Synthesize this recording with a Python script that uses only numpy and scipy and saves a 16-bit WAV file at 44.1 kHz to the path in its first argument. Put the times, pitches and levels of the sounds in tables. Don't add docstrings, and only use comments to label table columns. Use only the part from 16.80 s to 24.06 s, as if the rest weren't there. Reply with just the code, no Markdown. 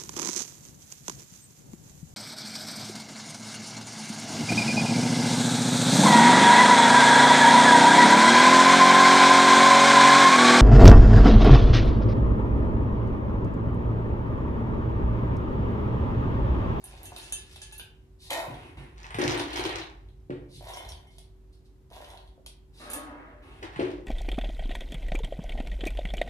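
import sys
import numpy as np
from scipy import signal
from scipy.fft import rfft, irfft
from scipy.io import wavfile

SR = 44100
rng = np.random.default_rng(int(sys.argv[2]) if len(sys.argv) > 2 else 0)


def master_out(mix):
    frames = np.transpose(np.atleast_2d(mix))
    ceiling = np.clip(frames, -1, 1)
    pcm = np.round(ceiling * 32767).astype(np.int16)
    wavfile.write(sys.argv[1], SR, pcm)


N = 320273
T = np.arange(N) / SR

# start_s, rise_s, hold_s, fade_s, crackle_db, heap_patter_db
TRICKLES = [(0.0, 0.0011, 0.32, 0.89, -63.5, -60.5), (0.33, 0.081, 0.14, 1, -59, -70),
            (0.705, 0.0047, 0.21, 0.55, -62.5, -71.5), (6.105, 0.005, 0.034, 0.43, -53.5, -51)]
# start_s, rise_s, hold_s, fade_s, crackle_db, heap_patter_db
POURS = [(3.79, 0.081, 0.08, 0.76, -53.5, -48), (5.095, 0.042, 0.19, 0.38, -61.5, -53.5)]
# start_s, rise_s, hold_s, fade_s, rattle_db, heap_patter_db
DUMP = [(1.412, 0.061, 0.065, .2, -69, -62.5), (1.499, 0.0032, 0.024, 0.42, -35.5, -34.5)]
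# start_s, rise_s, hold_s, fade_s, level_db
SLIDES = [(1.385, 0.045, 0.038, 0.2, -50), (3.68, 0.08, 0.011, 0.17, -50), (4.295, 0.017, 0.13, 0.1, -65.5),
          (4.725, 0.0029, 0.0054, 0.16, -64), (4.843, 0.009, 0.011, 0.086, -68),
          (5.454, 0.0039, .01, 0.13, -71.5), (5.661, 0.0015, 0.0036, 0.1, -45.5),
          (5.925, 0.073, 0.042, 0.71, -51.5)]
# start_s, rise_s, hold_s, fade_s, crunch_db, wall_boom_db
DIGS = [(2.16, 0.011, 0.094, 0.23, -54, -58), (2.378, 0.012, 0.12, 1, -33.5, -28),
        (2.68, 0.14, 0.071, 0.34, -35.5, -31.5), (2.93, 0.031, 0.032, 0.15, -47, -41.5),
        (6.815, 0.016, .005, 0.098, -42, -33.5), (6.9, 0.037, 0.0065, 0.089, -50, -50),
        (6.988, 0.014, 0.0071, 0.48, -44, -22.5)]
# start_s, rise_s, hold_s, fade_s, level_db
SWISHES = [(0.0, 0.077, 0.28, 2.1, -61), (1.655, 0.011, 0.2, 0.49, -54.5),
           (1.968, 0.0041, 0.0038, 0.59, -52), (5.92, 0.15, 0.037, 0.33, -57),
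           (6.615, 0.016, 0.2, 0.26, -58.5)]
# start_s, rise_s, hold_s, fade_s, level_db
BRUSH = [(5.992, 0.014, 0.097, 0.21, -45), (6.07, 0.065, 0.25, 0.98, -46)]
# start_s, splash_db, splash_tilt_db_per_octave, ring_db, ring_tilt_db_per_octave
CHINKS = [(0.0402, -29, 8, -43, -3.5), (0.2311, -33.5, 11, -52, -2), (0.2552, -31, -12, -36, -0.5),
          (0.3648, -38, 8, -52, -3), (0.38, -34, 16, -52, -4), (0.4276, -44, -7, -35, 1.5),
          (0.5233, -19, -11, -23, 3.5), (0.8172, -29.5, -30, -32, -0.5), (0.9244, -35, -3, -33, -1.5),
          (0.9801, -29, 25, -46, 7), (6.101, -25, 3, -34, 2), (6.1145, -31, 23, -44, 2),
          (6.134, -17, 7, -29, -5.5), (6.1677, -38, 4, -41, 2), (6.2343, -43.5, -18, -50, 2)]
# start_s, splash_db, splash_tilt_db_per_octave, ring_db, ring_tilt_db_per_octave
FILLED_BOWL_TAPS = [(3.937, -52, -6, -44, 15), (3.971, -34.5, 0, -41, -3), (4.088, -39, 9, -43, 14),
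                    (4.27, -57, 0, -56.5, -4)]
# start_s, level_db, treble_db (added to level_db)
CLACKS = [(0.363, -37.5, -3.5), (0.399, -45.5, -23), (0.7596, -41.5, -2), (0.9967, -40.5, -11),
          (1.505, -31.5, 0), (1.742, -50.5, -3), (2.576, -34.5, -0.5), (2.599, -29.5, -8), (2.731, -33, -9),
          (2.775, -31.5, -5), (2.795, -30.5, -8), (2.852, -27.5, -10.5), (2.8921, -31.5, -13),
          (2.981, -47.5, -20.5), (3.016, -36.5, -25), (3.287, -62.5, -6.5), (3.885, -46, -1),
          (3.936, -44, 2.5), (4.049, -46.5, -4), (4.09, -44, 4.5), (4.12, -43.5, -1.5), (4.383, -51, 7),
          (5.102, -59.5, 2.5), (5.133, -49.5, -14), (5.245, -47, -5), (5.302, -53, 3), (5.374, -48, -7),
          (5.476, -60, -3), (5.662, -44.5, 5)]
# start_s, crunch_db, bright_snap_db
STABS = [(2.243, -40, -77), (2.305, -36.5, -47), (2.344, -29.5, -37), (2.386, -28.5, -35),
         (3.504, -42, -88), (6.827, -35.5, -70), (6.96, -36, -50), (6.996, -30.5, -69)]
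# start_s, level_db, ring_time_factor (no unit), rebound_delay_s, left_minus_right_db
KNOCKS = [(2.386, -16.5, 1.86, 0.016, 7), (2.428, -13, 1.16, 0.02, 9), (2.575, -20, 1.1, 0.032, 1),
          (3.497, -20.5, 0.93, .014, -1), (6.992, -12.5, 0.99, 0.01345, 2.5)]
# start_s, level_db, pitch_hz
BUMPS = [(0.32, -31, 897), (1.68, -29, 145.5), (1.70, -31.5, 315), (1.825, -54, 264), (1.981, -33.5, 135),
         (2.348, -25, 139.5), (2.449, -22.5, 128.3), (3.498, -27, 151), (3.755, -35.5, 128.6),
         (3.809, -33.5, 710), (4.054, -33, 71.6), (5.112, -41, 600), (5.205, -34, 694), (5.578, -43, 626),
         (5.999, -46, 286), (6.963, -28.5, 145.3)]

# pitch_hz, level_db, t60_s
SMALL_BOWL = [(867, -6, .25), (1707, -1, .24), (2686, 2.5, 0.22), (3074, 0, 0.3), (3381, 0, 0.092),
              (3635, -1, 0.18), (3930, -6, 0.26), (4312, -10, 0.33), (4790, -11, 0.28), (5771, -13, .28),
              (6196, -3, 0.18), (6300, -6, 0.12), (6780, -6, 0.16), (7000, -7, 0.18), (8680, -5, .17),
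              (9130, -2, 0.2), (9350, -2, 0.18), (9800, -5, 0.18)]
# pitch_hz, level_db, t60_s
LARGE_BOWL = [(278, 1, .5), (296, 5, 0.7), (474, -8, 0.8), (517, -10, 0.8), (598, -2, .5), (630, 0, 0.7),
              (673, -6, 1.1), (759, -8, 0.78), (829, -11, 1), (862, -8, .7), (974, -2, 0.85),
              (1025, -6, .4), (1104, -1, 0.83), (1244, 3, 0.7), (1324, -7, 1), (1486, -10, .6),
              (1728, -6, .5), (1776, -8, .6), (1890, -4, 0.6), (2105, -5, 0.5), (2196, -5, .5),
              (2650, -2, .3)]
# pitch_hz, level_db, t60_s
FILLED_BOWL = [(760, -8, 0.38), (802, -5.5, 0.52), (2120, 1, 0.34), (2150, 8, 0.52), (3085, 5, 0.28),
               (3080, 9, 0.33), (3478, 5, .25), (5500, 8, 0.1), (5560, -14, .1), (5670, 5, 0.1),
               (6340, -3, .15)]
# pitch_hz, level_db, t60_s
BUCKET = [(291, -9, 0.4), (322, -5, .13), (350, 2, 0.085), (361, -9, .35), (410, -12, .07),
          (441, -10, 0.13), (484, -11, 0.25), (520, -8, .12), (575, -12, .13), (660, -17, 0.22),
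          (800, -12, .12)]
# pitch_hz, level_db, t60_s
SCOOP = [(820, -7, .08), (1530, 1, .09), (1595, 1, .13), (2250, -4, .04), (2570, 0, .06), (2850, 2, .12),
         (3074, 3, .13), (3515, 0, .14), (4450, 4, .025), (4680, 3, .025)]

# pitch_hz, level_db
TRICKLE_COLOUR = [(1000, -2), (1600, 2), (2600, 4.5), (3600, 8), (5000, 3), (6300, 0.5), (7600, -1),
                  (10500, -1.5), (14000, -22)]
# pitch_hz, level_db
POUR_COLOUR = [(1300, -13), (1900, 4.5), (2600, -2.5), (3500, 3), (4200, -3.5), (4900, -7.5), (5900, -7),
               (7500, -12), (10500, -6), (13000, -16), (14500, -20)]
# pitch_hz, level_db
DUMP_COLOUR = [(760, -25), (1300, -11), (1540, -42), (1850, 4.5), (1970, -4.5), (2130, -1), (2360, -8),
               (2560, 0), (2740, -24), (3030, -2.5), (3360, -16), (3710, -1.5), (4150, -9), (5340, -15.5),
               (12000, -15.5), (14500, -33)]
# pitch_hz, level_db
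SLIDE_COLOUR = [(2300, -8), (3200, -5), (3900, 2), (5300, -5.5), (7300, -13), (9600, -5), (12500, -18.5),
                (14500, -32)]
# pitch_hz, level_db
HEAP_COLOUR = [(350, -10.5), (470, -13), (585, -4.5), (760, -1.5), (830, -9.5), (910, -2.5), (1050, -6),
               (1200, -20.5), (1500, -16.5)]
# pitch_hz, level_db
CRUNCH_COLOUR = [(400, -3), (560, -8), (660, -3.5), (750, 3.5), (880, 4), (1250, -1.5), (1550, -0.5),
                 (1900, 1), (3400, -8.5), (4500, -14.5), (5800, -30), (7300, -27.5), (9600, -27.5),
                 (12500, -52)]
# pitch_hz, level_db
WALL_COLOUR = [(90, -11), (140, -13.5), (198, -22.5), (242, -17.5), (290, -3.5), (345, 3.5), (385, -3),
               (448, -10), (600, -13)]
# pitch_hz, level_db
SWISH_COLOUR = [(200, -14), (340, 0), (600, -17), (890, -9), (1230, -15.5), (2630, -12.5), (5400, -31.5),
                (7300, -37), (9600, -27.5), (14000, -50)]
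# pitch_hz, level_db
BRUSH_COLOUR = [(230, -16), (288, 5), (397, -11), (549, -15), (646, -4.5), (916, -12.5), (1090, -17),
                (1270, -5.5), (1410, -9), (1850, -11), (5000, -42)]
# pitch_hz, level_db
CHINK_COLOUR = [(4500, -22.5), (5700, -24), (6200, -7.5), (6900, -3), (7700, -5.5), (8400, -2.5),
                (9200, 11.5), (10200, 2), (11100, 3.5), (12200, -2.5), (14500, -30)]
# pitch_hz, level_db
CLACK_COLOUR = [(300, -16), (700, 8), (1400, -4.5), (2000, -4), (3200, 8.5), (4400, 5.5), (6000, -21),
                (8000, -42), (14000, -42)]
# pitch_hz, level_db
SNAP_COLOUR = [(3000, -21), (5800, 3), (7500, -5), (9500, 8.5), (12500, -11.5), (14500, -26)]
# pitch_hz, level_db
HUSH_COLOUR = [(40, -17.5), (59, -5), (141, -20), (222, -20), (300, -22.5), (380, -26), (470, -29.5),
               (650, -41), (1000, -40), (1500, -64), (5000, -64), (14500, -78)]
# pitch_hz, level_db
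RUMBLE_COLOUR = [(28, -28.5), (38, -25), (48, 5), (62, -2), (78, -14.5), (95, -3), (115, -18), (135, -11),
                 (180, -24), (300, -46)]
# time_s, level_db
RUMBLE = [(0, -55), (1.3, -58.5), (2.9, -53), (5.8, -64), (7.26, -53)]
# pitch_hz, level_db
HUM = [(48.6, -55.5), (133.5, -72), (291, -77.5), (377.3, -66.5)]
# pitch_hz, t60_s
ROOM = [(150, 0.56), (400, 0.66), (1000, 0.55), (2800, 0.4), (7000, 0.22), (14000, 0.21)]

BOWL_LEAD, BUCKET_LEAD = 7, 16
EAR_DELAY_S = 0.00059
EDGE_HZ = 14700
HEAP_SETTLE_S = 0.088
CLACK_SCATTER_S, STAB_S = 0.0028, 0.054
REBOUND_DB = -2
BUMP_CYCLES = 16.5
BUMP_RISE_CYCLES = 0.8
RING_PIVOT_HZ = 3500
TAP_S, TAP_DB = 0.9965, -46
TRICKLE_RING_DB, POUR_RING_DB = -14, -11.5
RIM_RING_DB = -11.5


def amp(db):
    return 10 ** (np.asarray(db) / 20)


def unit(x):
    return x / np.sqrt(np.sum(x ** 2, -1, keepdims=True) + 1e-20)


def read(points, hz):
    f, value = np.transpose(points)
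    return np.interp(np.log(hz + 1), np.log(f + 1), value)


def add(mix, s, sound):
    part = mix[max(round(s * SR), 0):][:len(sound)]
    part += sound[:len(part)]


def through(x, response):
    return signal.oaconvolve(x, response)[:N]


def pan(left_db):
    return amp([[left_db / 2], [-left_db / 2]])


def colour(x, points):
    hz = abs(np.fft.fftfreq(4096, 1 / SR)) + 1
    octaves_beyond = abs(np.log2(hz / np.clip(hz, points[0][0], points[-1][0])))
    gain_db = np.maximum(read(points, hz) - 24 * octaves_beyond, -100)
    spectrum = np.exp(np.conj(signal.hilbert(np.log(amp(gain_db)))))
    response = np.fft.ifft(spectrum).real[:len(hz) // 2]
    return through(x, unit(response))


def ring(modes, uneven_db=0, stretch=1):
    t = T[:SR]
    out = np.zeros(len(t))
    for hz, db, t60 in modes:
        level_db = db + uneven_db * rng.standard_normal() - 60 * t / (t60 * stretch)
        out += amp(level_db) * np.sin(2 * np.pi * hz * t)
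    return out


def grains(per_s, spread_db, count=12):
    size = amp(spread_db * np.minimum(rng.exponential(1, N), 3.5))
    size *= rng.random(N) < per_s / SR
    size *= rng.choice([-1, 1], N) / np.sqrt(np.mean(size ** 2) + 1e-20)
    kind = rng.integers(0, count, N)
    t = T[:SR // 300]
    spectra = rfft(rng.standard_normal((count, len(t))) * np.exp(-t / 0.00029))
    cracks = irfft(spectra / np.sqrt(np.mean(abs(spectra) ** 2, 0)))
    return sum(through(size * (kind == k), cracks[k]) for k in range(count))


def burst(scatter_s):
    t = T[:SR // 4]
    fade = np.exp(-t / 0.0029) + 0.47 * np.exp(-t / max(scatter_s, .002))
    return rng.standard_normal(len(t)) * fade


def stroke(start, rise, hold, fade):
    swell = np.clip((T - start) / max(rise, 1e-3), 0, 1)
    return swell * amp(-60 * np.maximum(T - start - rise - hold, 0) / fade)


def flow(moves, order=0, linger_s=0):
    return sum(amp(dbs[order]) * stroke(start, rise, hold + linger_s, fade)
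               for start, rise, hold, fade, *dbs in moves)


def reverb(x, count=3):
    t_tap = T[:SR * 2 // 3]
    taps = rng.standard_normal((2, count, len(t_tap))) * (t_tap > .003)
    hz, t, z = signal.stft(taps, SR, nperseg=512)
    t60 = read(ROOM, hz)[:, None]
    same = np.sinc(2 * hz * EAR_DELAY_S)[:, None]
    z = np.array([z[0], same * z[0] + np.sqrt(1 - same ** 2) * z[1]])
    decaying = z * amp(-60 * t / t60) / np.sqrt(t60)
    tails = unit(signal.istft(decaying, SR, nperseg=512)[1])
    turns = np.maximum(np.cos(2 * np.pi * (4 * T + np.arange(count)[:, None] / count)), 0)
    feeds = x * turns / np.linalg.norm(turns, axis=0)
    return np.array([sum(through(feed, tail) for feed, tail in zip(feeds, ear)) for ear in tails])


def room(x, lead, wet_db):
    direct = np.array([x, np.pad(x, (lead, 0))[:N]])
    return (direct + amp(wet_db) * reverb(x)) / np.hypot(1, amp(wet_db))


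def waver():
    return np.interp(T, np.linspace(0, T[-1], 30), rng.standard_normal(30))


def background():
    hum = np.zeros(N)
    for hz, db in HUM:
        level = np.sqrt(2) * amp(db + 0.65 * waver())
        hum += level * np.sin(2 * np.pi * hz * T + 0.13 * waver())
    rumble_gain = amp(np.interp(T, *np.transpose(RUMBLE)) + 4.5)
    rumble = rumble_gain * colour(rng.standard_normal(N), RUMBLE_COLOUR)
    shared, left, right = (colour(noise, HUSH_COLOUR) for noise in rng.standard_normal((3, N)))
    hush = amp(-62) * shared + amp(-66.5) * np.array([left, right])
    hiss = colour(rng.standard_normal(N), [(200, 2.5), (600, -6.5), (2000, -17.0), (14000, -26.5)])
    wide_hiss = np.array([hiss, hiss[::-1]])
    return (hum + rumble) * pan(-1) + hush + amp(-70.5) * wide_hiss


def bumps():
    out = np.zeros(N)
    for s, db, hz in BUMPS:
        t60 = BUMP_CYCLES / hz
        swell = np.minimum(T[:SR] * hz / BUMP_RISE_CYCLES, 1)
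        modes = [(hz * 0.855, -6, t60 * 2.44), (hz, 0, t60),
                 (hz * 1.28, -6, t60 * 0.26), (hz * 1.8, -11, t60 * 0.5)]
        add(out, s, amp(db - 1.5) * swell * ring(modes))
    return out


def sleeve():
    drag = flow(BRUSH) * grains(1500, 3.5)
    swish = colour(flow(SWISHES) * grains(4000, 2.5), SWISH_COLOUR)
    push = colour(drag, [(250, 4), (1300, 6.5), (2000, -6.5), (4500, -11)])
    singing = through(push, unit(ring(LARGE_BOWL)))
    return amp(4.5) * swish + amp(-1.0) * colour(drag, BRUSH_COLOUR) + amp(RIM_RING_DB) * singing


def bucket():
    return amp(-6.0) * colour(flow(DIGS, order=1) * grains(900, 4.8), WALL_COLOUR)


def knocks():
    out = np.zeros((2, N))
    contact = signal.butter(2, [260, 640], "bandpass", fs=SR)
    for s, db, stretch, rebound_s, left_db in KNOCKS:
        thud = amp(db - 12.5) * signal.lfilter(*contact, ring(BUCKET, stretch=max(stretch, .2)))
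        for ear, gain, late_s in zip(out, pan(left_db), (0, BUCKET_LEAD / SR)):
            add(ear, s + late_s, gain * thud)
            add(ear, s + late_s + rebound_s, amp(REBOUND_DB) * gain * thud)
    return out + amp(-1) * reverb(out.mean(0))


def crunch():
    return colour(flow(DIGS) * grains(800, 4.6), CRUNCH_COLOUR)


def crackle():
    cracks = amp(-3.5) * flow(DIGS) * grains(190, 4.2)
    return colour(cracks, [(700, -2), (2000, -1), (4200, -2), (6200, -6),
                           (7600, -15), (10000, -17), (14000, -29)])


def stabs():
    body, snaps = np.zeros(N), np.zeros(N)
    for s, db, snap_db in STABS:
        add(body, s, amp(db) * burst(STAB_S))
        add(snaps, s, amp(snap_db) * burst(STAB_S))
    return amp(-0.5) * colour(body, CRUNCH_COLOUR) + amp(-9.0) * colour(snaps, SNAP_COLOUR)


def scoop_tap():
    out = np.zeros(N)
    add(out, TAP_S, amp(TAP_DB) * ring(SCOOP))
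    return out


def clacks():
    body, top = np.zeros(N), np.zeros(N)
    for s, db, treble_db in CLACKS:
        add(body, s, amp(db) * burst(CLACK_SCATTER_S))
        add(top, s, amp(db + treble_db) * burst(CLACK_SCATTER_S))
    return amp(3.0) * colour(body, CLACK_COLOUR) + amp(-1.0) * colour(top, SNAP_COLOUR)


def slides():
    return amp(-1.0) * colour(flow(SLIDES) * grains(2500, 1.2), SLIDE_COLOUR)


def trickles():
    run = flow(TRICKLES) * grains(450, 4.6)
    patter = colour(flow(TRICKLES, order=1) * grains(500, 9.4), HEAP_COLOUR)
    singing = through(run, unit(ring(SMALL_BOWL)))
    return amp(4.0) * colour(run, TRICKLE_COLOUR) + amp(TRICKLE_RING_DB) * singing + amp(1.5) * patter


def pours():
    run = flow(POURS) * grains(1500, 5.5)
    patter = colour(flow(POURS, order=1) * grains(500, 3.5), HEAP_COLOUR)
    singing = through(run, unit(ring(FILLED_BOWL)))
    return amp(5.5) * colour(run, POUR_COLOUR) + amp(POUR_RING_DB) * singing + amp(2.5) * patter


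def dump():
    patter = colour(flow(DUMP, order=1, linger_s=HEAP_SETTLE_S) * grains(970, 2.1), HEAP_COLOUR)
    rattle = flow(DUMP) * grains(1100, 4.2)
    return amp(3) * colour(rattle, DUMP_COLOUR) + amp(-1.2) * patter


def tilt(hz, db_per_octave, pivot_hz):
    return db_per_octave * np.log2(hz / pivot_hz)


def steel_hits(hits, bowl):
    splash, rings = np.zeros(N), np.zeros(N)
    for s, db, tilt_db, ring_db, ring_tilt_db in hits:
        tilted = [(hz, peak_db + tilt(hz, tilt_db, CHINK_COLOUR[0][0])) for hz, peak_db in CHINK_COLOUR]
        modes = [(hz, mode_db + tilt(hz, ring_tilt_db, RING_PIVOT_HZ), t60) for hz, mode_db, t60 in bowl]
        add(splash, s, amp(db - 6.0) * colour(burst(0.0023), tilted))
        add(rings, s, amp(ring_db - 17) * ring(modes, uneven_db=1.0))
    return np.array([splash, rings])


def scene():
    digging = room(crunch(), BUCKET_LEAD, wet_db=10.0)
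    cracks = room(crackle() + stabs(), BUCKET_LEAD, wet_db=-1)
    boom = room(bucket(), BUCKET_LEAD, wet_db=-3.5) * pan(2.9)
    hits = room(clacks() + bumps() + scoop_tap(), BOWL_LEAD, wet_db=1.5)
    rustles = room(trickles() + slides() + sleeve(), BOWL_LEAD, wet_db=3.0)
    streams = room(dump() + pours(), BOWL_LEAD, wet_db=0.5)
    splash, rings = steel_hits(CHINKS, SMALL_BOWL) + steel_hits(FILLED_BOWL_TAPS, FILLED_BOWL)
    steel = room(splash, BOWL_LEAD, wet_db=3.0) * pan(-2.8) + room(rings, BOWL_LEAD, wet_db=0.5)
    return background() + knocks() + digging + cracks + boom + hits + rustles + streams + steel


def record(dry):
    thinned = signal.lfilter(*signal.butter(4, 36, "highpass", fs=SR), dry)
    band_limit = signal.firwin(401, EDGE_HZ, window=("kaiser", 8), fs=SR)
    return signal.oaconvolve(thinned, band_limit[None], "same")


dry = scene()
out = record(dry)
master_out(out)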